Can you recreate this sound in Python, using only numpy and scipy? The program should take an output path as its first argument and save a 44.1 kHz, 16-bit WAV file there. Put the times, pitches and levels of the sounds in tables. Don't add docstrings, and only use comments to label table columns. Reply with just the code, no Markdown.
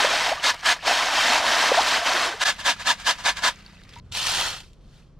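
import sys
import numpy as np
from scipy import signal
from scipy.fft import rfft, irfft
from scipy.io import wavfile
from scipy.ndimage import uniform_filter1d

SR = 44100
rng = np.random.default_rng(int(sys.argv[2]) if len(sys.argv) > 2 else 0)


def output_pcm(signal):
    pcm = np.clip(np.atleast_2d(signal).T, -1, 1) * 32767
    wavfile.write(sys.argv[1], SR, np.round(pcm).astype(np.int16))


N = 228879
T = np.arange(N) / SR

# start_s, length_s (braking included), level_db, backswing_level_db
SHAKES = [(.443, 0.069, -17.5, -48), (0.66, 0.073, -17, -50), (2.418, 0.093, -19, -47),
          (2.664, .055, -18, -34.5), (2.872, 0.051, -18, -34.5), (3.071, 0.049, -18.5, -38.5),
          (3.26, 0.046, -18.5, -38), (3.44, 0.053, -18.5, -33)]
# frequency_hz, density_db
SLIDING_SPECTRUM = [(150, -62.5), (250, -15.5), (378, -21.5), (553, -14), (705, -5), (867, -10.5),
                    (1010, -0.5), (1140, -7.5), (1560, -3.5), (2490, -8), (3700, -5.5), (7640, -16),
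                    (15500, -40)]
BACKSWING_LEAD_S, BACKSWING_S = 0.072, 0.033


def shaking(rise_s=0.0098, fall_s=.014, brake_s=0.0093, stumble_db=1.6):
    throws = []
    swings = []
    for start, length, throw_db, swing_db in SHAKES:
        throws.append(stroke(start, length - brake_s, throw_db, rise_s, fall_s))
        swings.append(stroke(start - BACKSWING_LEAD_S, BACKSWING_S - brake_s, swing_db, rise_s, fall_s))
    uneven_swings = together(swings) * undb(stumble_db * walk(160))
    bed = rattle(SLIDING_SPECTRUM, rate=12000, spread_db=1, clump_db=0.0, ring_db=-6.5)
    return together([together(throws), uneven_swings]) * bed


# frequency_hz, bandwidth_hz, level_db
SCREEN_MODES = [(694, 74, 2), (966, 150, 0.5), (1550, 55, -3.5), (1710, 330, 0), (3130, 320, -3.5),
                (4260, 550, -12)]


def rattle(points, rate, spread_db, clump_db, modes=SCREEN_MODES, ring_db=0):
    clumps = undb(clump_db * walk(130))
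    voices = []
    for _ in range(2):
        ringing = pings(count=7000, low_hz=500, high_hz=14000, ring_s=.0025, spread_db=3)
        contacts = collisions(rate, spread_db) + undb(ring_db) * ringing
        avalanche = clumps * colour(contacts, points, modes)
        voices.append(unit(walls(avalanche)))
    return ports(*voices)


def collisions(rate, spread_db):
    struck = rng.random(N) < rate / SR
    sign = rng.choice([-1, 1], N)
    force_db = spread_db * np.clip(rng.standard_normal(N), -2.5, 2.5)
    return unit(struck * sign * undb(force_db))


def pings(count, low_hz, high_hz, ring_s, spread_db):
    when, size, force = rng.random((count, 3)).T[:, :, None]
    age = np.arange(int(3 * ring_s * SR))
    hz = low_hz + (high_hz - low_hz) * size ** 2
    ring = np.sin(2 * np.pi * hz * age / SR) * np.exp(-age / (ring_s * SR))
    ring = ring * np.sqrt(size) * undb(-spread_db * np.log(force + 0.14))
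    places = (when * N).astype(int) + age
    return unit(np.bincount(places.ravel(), ring.ravel(), N)[:N])


def walls(x, echo_db=-10, echo_s=0.0048):
    t = T[:SR // 30]
    tail = rng.standard_normal(len(t)) * np.exp(-t / echo_s)
    tail = tail * (t > .0015)
    return x + undb(echo_db) * signal.fftconvolve(x, tail / np.linalg.norm(tail))[:N]


# start_s, length_s, rise_s, stones_level_db, water_level_db, swell_db_per_s
ROCKS = [(0, 0.049, .01, -19.5, -21, -19.5), (0.113, 0.18, 0.051, -22.5, -25, -9),
         (.872, 0.29, 0.015, -19.5, -21.5, -26), (1.175, 0.19, 0.05, -21, -24.5, 11.5),
         (1.482, .2, 0.077, -21, -22.5, 2), (1.75, 0.077, 0.029, -21.5, -23.5, -11.5),
         (1.874, 0.093, 0.042, -21, -26, -2), (2.065, 0.2, 0.031, -22.5, -24, -7)]
STONES_FALL_S, WATER_FALL_S = 0.049, 0.058
# start_s, water_level_db
SLOPS = [(.4, -37.5), (.54, -36.5), (0.63, -35), (.762, -37.5), (.83, -36.5)]
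SLOP_S, SLOP_RISE_S, SLOP_FALL_S = 0.01, .0025, 0.0091
# frequency_hz, density_db
WET_STONES_SPECTRUM = [(300, -23), (700, -11), (1500, -2), (2500, -2), (4000, -3), (5500, -6.5),
                       (8000, -15), (11000, -25), (15500, -35.5)]
# frequency_hz, density_db
WATER_SPECTRUM = [(120, -27.5), (250, -9), (350, -13.5), (500, -6), (700, -1), (1000, -0.5), (1500, -5),
                  (2200, -10), (4000, -36.5), (9000, -55)]


def swirling(splash_db=-4, bubble_db=-4, slop_stones_db=-4, surge_db=0.7):
    stones = rattle(WET_STONES_SPECTRUM, rate=8000, spread_db=3.5, clump_db=0.5, ring_db=-7.5)
    splash = rattle(WATER_SPECTRUM, rate=3000, spread_db=5.5, clump_db=0.5, ring_db=-5.5)
    voices = []
    for _ in range(2):
        bubbling = bubbles(1500, 259.6, 2756, cycles=21.8, spread_db=1.5)
        voices.append(unit(colour(bubbling, WATER_SPECTRUM, SCREEN_MODES)))
    froth = ports(*voices)
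    water = (undb(splash_db) * splash + undb(bubble_db) * froth) * undb(surge_db * walk(34.88))
    rolls = []
    flows = []
    for start, length, rise, stones_db, water_db, swell in ROCKS:
        rolls.append(stroke(start, length, stones_db, rise, STONES_FALL_S, swell))
        flows.append(stroke(start, length, water_db, rise, WATER_FALL_S, swell))
    slop = together([stroke(start, SLOP_S, db, SLOP_RISE_S, SLOP_FALL_S) for start, db in SLOPS])
    stones_gain = together([together(rolls), undb(slop_stones_db) * slop])
    water_gain = together([together(flows), slop])
    return stones_gain * stones + water_gain * water


def bubbles(count, low_hz, high_hz, cycles, spread_db, rise=0.27):
    out = np.zeros(N)
    for when, size, force in rng.random((count, 3)):
        hz = low_hz * (high_hz / low_hz) ** size
        age = np.arange(int(cycles / hz * SR)) * hz / cycles / SR
        phase = 2 * np.pi * cycles * age * (1 + rise * age / 2)
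        ring = np.sin(phase) * np.exp(-np.log(100) * age)
        add(out, when * N / SR, ring * hz * undb(-spread_db * np.log(force + 0.038)))
    return unit(out)


# start_s, start_pitch_hz, end_pitch_hz, glide_s, level_db
GULPS = [(.002, 750, 1000, 0.0067, -18), (.044, 495, 700, 0.012, -15.5), (.313, 563, 950, .023, -16.5),
         (1.293, 240, 280, 0.032, -34.5), (1.7165, 490, 620, .009, -10.5), (1.769, 630, 1200, .042, -13),
         (2.016, 687, 720, 0.022, -23), (2.139, 372, 320, .036, -32), (2.27, 382, 312, .042, -37),
         (2.338, 416, 480, 0.021, -36.5)]


def gulps(rough=0.14):
    out = np.zeros(N)
    for start, start_hz, end_hz, glide_s, db in GULPS:
        age = np.arange(int(2 * glide_s * SR)) / (glide_s * SR)
        hz = start_hz * (end_hz / start_hz) ** np.minimum(age, 1.3) ** 1.8
        swell = np.minimum(age / .25, 1) * np.exp(-(age / .95) ** 4)
        add(out, start, undb(db) * swell * np.sin(2 * np.pi * np.cumsum(hz) / SR))
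    return out * (1 + rough * walk(400))


WET_DB, DRAINED_DB, LIFT_S, DRAIN_S = -43.5, -56.5, 3.47, 0.16
TIP_S, TIP_DB, TIP_RISE_S, CUT_OFF_S = 3.94, -51.5, .04, 4.0
# start_s, level_db, pitch_hz, decay_cycles
DROPS_AND_CLINK = [(.379, -27, 1180, 11), (.398, -25, 2960, 11), (.791, -34, 1740, 11),
                   (2.326, -23.5, 1535, 11), (3.663, -33.5, 4510, 8.8), (3.799, -50, 1820, 11),
                   (3.871, -49, 1880, 11), (3.937, -38.5, 3330, 12), (3.963, -37, 940, 17),
                   (3.892, -44, 5190, 12), (3.987, -43, 6900, 16)]
# frequency_hz, density_db
DRIPPING_SPECTRUM = [(290, -53.5), (500, -3), (628, -8.5), (704, -5.5), (1880, -1), (2800, -3), (3140, -5),
                     (4670, -7.5), (15000, -33)]


def draining(fizz_db=-6, edge_s=0.0014, thinning_db_per_s=1):
    patter = rattle(DRIPPING_SPECTRUM, rate=3000, spread_db=4.5, clump_db=2.0, modes=(), ring_db=-4.0)
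    voices = []
    for _ in range(2):
        small_bubbles = bubbles(1100, 980, 10000, cycles=22, spread_db=5.0)
        voices.append(unit(colour(small_bubbles, DRIPPING_SPECTRUM)))
    fizz = ports(*voices)
    rings = np.zeros(N)
    t = T[:SR // 10]
    for start, db, hz, cycles in DROPS_AND_CLINK:
        decay = np.exp(-t * hz / cycles)
        add(rings, start, undb(db) * decay * np.sin(2 * np.pi * hz * t * (1 + t / 2)))
    running = stroke(0, LIFT_S, WET_DB, edge_s, DRAIN_S, -thinning_db_per_s)
    tipping = stroke(TIP_S, CUT_OFF_S - TIP_S, TIP_DB, TIP_RISE_S, edge_s)
    flow = together([running, undb(DRAINED_DB), tipping])
    return (flow * (patter + undb(fizz_db) * fizz) + rings) * stroke(0, CUT_OFF_S, 0, edge_s, edge_s)


# start_s, length_s, rise_s, stones_level_db, mesh_level_db, swell_db_per_s (of the stones)
RAKES = [(4.05, 0.054, 0.019, -73.5, -69, 0), (4.15, .2, 0.017, -28.5, -41, 17.5),
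         (4.393, 0.096, 0.024, -27.5, -33.5, -24), (4.938, 0.052, 0.065, -62, -66, -12)]
RAKE_FALL_S, RAKE_LIFT_S = 0.075, 0.14
PRESS_DB_PER_S = 25.5
# start_s, level_db (before the common snap_db)
SNAPS = [(.3544, -25), (.5442, -21), (2.601, -21), (3.37, -18.5), (3.8357, -37), (3.8921, -35),
         (3.957, -36), (4.122, -23), (4.171, -15), (4.2688, -13), (4.6036, -30), (4.732, -41)]
# frequency_hz, density_db
DRAINED_STONES_SPECTRUM = [(600, -13.5), (1800, -8), (3000, 1), (4500, -0.5), (6500, -5.5), (9000, -11),
                           (12000, -19), (15500, -28)]
# frequency_hz, density_db
MESH_SPECTRUM = [(120, -9), (280, -8.5), (380, -7.5), (700, -1), (1400, 0.5), (2000, -1), (3500, -28),
                 (9000, -49)]
# frequency_hz, bandwidth_hz, level_db
DRY_SCREEN_MODES = [(725, 53, 2.5), (1000, 130, 2), (1460, 150, 3), (1780, 120, 1), (2670, 130, 4),
                    (3150, 180, 0.5), (3470, 120, -0.5), (4300, 230, 1.5), (5430, 250, -2)]
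# frequency_hz, density_db
HANDLING_SPECTRUM = [(40, -22.5), (65, -5), (88, 5), (125, -3.5), (170, -15.5), (400, -34.5), (2000, -79.5)]
HANDLING_S, HANDLING_HOLD_S, HANDLING_RISE_S, HANDLING_FALL_S, HANDLING_DB = 4.04, 0.21, .13, 0.27, -45.5


def spreading(snap_db=-10, snap_s=0.0029, catch_db=1, rest_db=-82, settle_s=4.66, settle_db=-66, settle_fall_s=.1):
    clicks = rattle(DRAINED_STONES_SPECTRUM, rate=4000, spread_db=2, clump_db=0.85,
                    modes=DRY_SCREEN_MODES, ring_db=-5)
    knocks = rattle(MESH_SPECTRUM, rate=1500, spread_db=3, clump_db=0.5, modes=DRY_SCREEN_MODES, ring_db=-2.5)
    force = undb(rest_db) + stroke(settle_s, 0, settle_db, RAKE_FALL_S, settle_fall_s)
    press = 0
    for start, length, rise, stones_db, mesh_db, swell in RAKES:
        lifting = np.maximum(T - start - length, 0) / RAKE_LIFT_S
        grip = (T > start - 2 * rise) * np.exp(-lifting ** 2) * undb(catch_db * walk(30))
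        force = force + grip * stroke(start, length, stones_db, rise, RAKE_FALL_S, swell)
        press = press + grip * stroke(start, length, mesh_db, rise, RAKE_FALL_S, swell + PRESS_DB_PER_S)
    for start, db in SNAPS:
        add(force, start, undb(db + snap_db) * np.exp(-T[:SR // 20] / snap_s))
    carry = stroke(HANDLING_S, HANDLING_HOLD_S, HANDLING_DB, HANDLING_RISE_S, HANDLING_FALL_S)
    rumble = unit(colour(rng.standard_normal(N), HANDLING_SPECTRUM))
    return force * clicks + press * knocks + carry * rumble


# time_s, shaft_rate_hz, level_db (before engine_db)
ENGINE = [(0, 25.02, -52), (2.3, 26, -64), (2.6, 30.1, -49), (3.2, 30.22, -51), (3.9, 29.13, -49.5),
          (4.15, 27, -53), (4.7, 23.45, -52.5), (5.19, 23.7, -53.5)]
# multiple_of_shaft_rate, relative_level_db
ENGINE_ORDERS = [(1.5, -0.5), (3, -5), (4, -16.5), (5, -8.5), (6, -4.5), (7, -6), (9, -15.5)]
# frequency_hz, density_db
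AIR_SPECTRUM = [(13, -30), (22, -0.5), (52, 1), (135, -6), (272, -12.5), (537, -18.5), (935, -30.5),
                (1030, -25), (1940, -37), (2090, -37), (5440, -43), (6650, -50), (9000, -57), (11700, -89),
                (19800, -120)]


def outdoors(engine_db=-1, air_db=-53):
    shaft_hz = curve(ENGINE) * (1 + .012 * walk(14))
    turns = np.cumsum(shaft_hz) / SR
    lines = [undb(db + 2.5 * walk(12)) * np.sin(2 * np.pi * order * turns) for order, db in ENGINE_ORDERS]
    drone = unit(sum(lines))
    rumble = ports(*(unit(colour(rng.standard_normal(N), AIR_SPECTRUM)) for _ in range(2)))
    return drone * undb(curve(ENGINE, axis=2) + engine_db) + rumble * undb(air_db + 1.2 * walk(9))


def stroke(s, length, db, rise_s, fall_s, swell=0):
    before = np.maximum(s - T, 0) / rise_s
    after = np.maximum(T - s - length, 0) / fall_s
    held = undb(db + swell * np.clip(T - s, 0, length))
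    return held * np.exp(-np.minimum(before + after, 20))


def together(gains):
    return np.sqrt(sum(gain ** 2 for gain in gains))


def walk(rate):
    hold = int(SR / rate)
    steps = np.repeat(rng.standard_normal(N // hold + 1), hold)
    return 1.11 * uniform_filter1d(uniform_filter1d(steps, hold), hold)[:N]


def colour(x, points, modes=()):
    size = 4096
    hz = np.arange(size // 2 + 1) * SR / size + 1
    at, db = np.transpose(points)
    gain = undb(np.interp(np.log(hz), np.log(at), db))
    peaks = sum(undb(d) ** 2 / (1 + (2 * (hz - f) / w) ** 2) for f, w, d in modes)
    gain = gain * np.sqrt(1 + peaks)
    cepstrum = irfft(np.log(gain))
    cepstrum[1:size // 2] *= 2
    cepstrum[size // 2 + 1:] = 0
    return signal.fftconvolve(x, irfft(np.exp(rfft(cepstrum))))[:N]


def undb(db):
    return 10 ** (np.asarray(db) / 20)


def unit(x):
    return x / np.sqrt(np.mean(x ** 2))


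def curve(rows, axis=1):
    rows = np.array(rows)
    return np.interp(T, rows[:, 0], rows[:, axis])


def add(out, s, sound):
    i = int(np.clip(s * SR, 0, N - 1))
    out[i:i + len(sound)] += sound[:N - i]


# frequency_hz, side_minus_mid_db
WIDTH = [(60, -12.5), (250, -8.5), (600, -12), (1300, -16), (2400, -9), (4400, -9), (8000, -4), (12000, -2),
         (15000, -2)]


def ports(mid, side):
    side = colour(side, WIDTH)
    return np.array([np.roll(mid + side, shift=1), mid - side])


def scene():
    return shaking() + swirling() + gulps() + draining() + spreading() + outdoors()


# frequency_hz, left_minus_right_db
LEAN = [(4000, 0), (6800, 0.5), (8200, -2), (9800, -.5), (11500, -0.5), (12500, -2.5), (15000, -4)]
# start_s, recovered_s, depth_db
DIP = (2.439, 2.458, -17.5)
OPEN_S, NARROW_DB, WIDEN_DB_PER_S = 2.43, -37, 8
TREBLE_OPEN_S, NARROW_TREBLE_DB, HALF_OPEN_DB = 1.24, -25.5, -5.5
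TOP_HZ = 15650


def record(dry):
    left = colour(dry[0], [(hz, db / 2) for hz, db in LEAN])
    right = colour(dry[1], [(hz, -db / 2) for hz, db in LEAN])
    mid, side = (left + right) / 2, (left - right) / 2
    above_6k, top = (signal.sosfiltfilt(signal.butter(8, hz, "high", fs=SR, output="sos"), side)
                     for hz in (6000, 11600))
    low, treble = side - above_6k, above_6k - top
    narrow = T < OPEN_S
    low_gain = undb(narrow * (NARROW_DB + WIDEN_DB_PER_S * T))
    treble_gain = undb(narrow * np.where(T < TREBLE_OPEN_S, NARROW_TREBLE_DB, HALF_OPEN_DB))
    side = top + low * low_gain + treble * treble_gain
    start, end, depth_db = DIP
    recovery = np.clip((T - start) / (end - start), 0, 1)
    dip = undb(depth_db * (T > start) * (1 - recovery ** 2))
    steep_cut = signal.ellip(10, .2, 80, TOP_HZ, fs=SR, output="sos")
    return signal.sosfilt(steep_cut, dip * np.array([mid + side, mid - side]))


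dry = scene()
out = record(dry)
output_pcm(out)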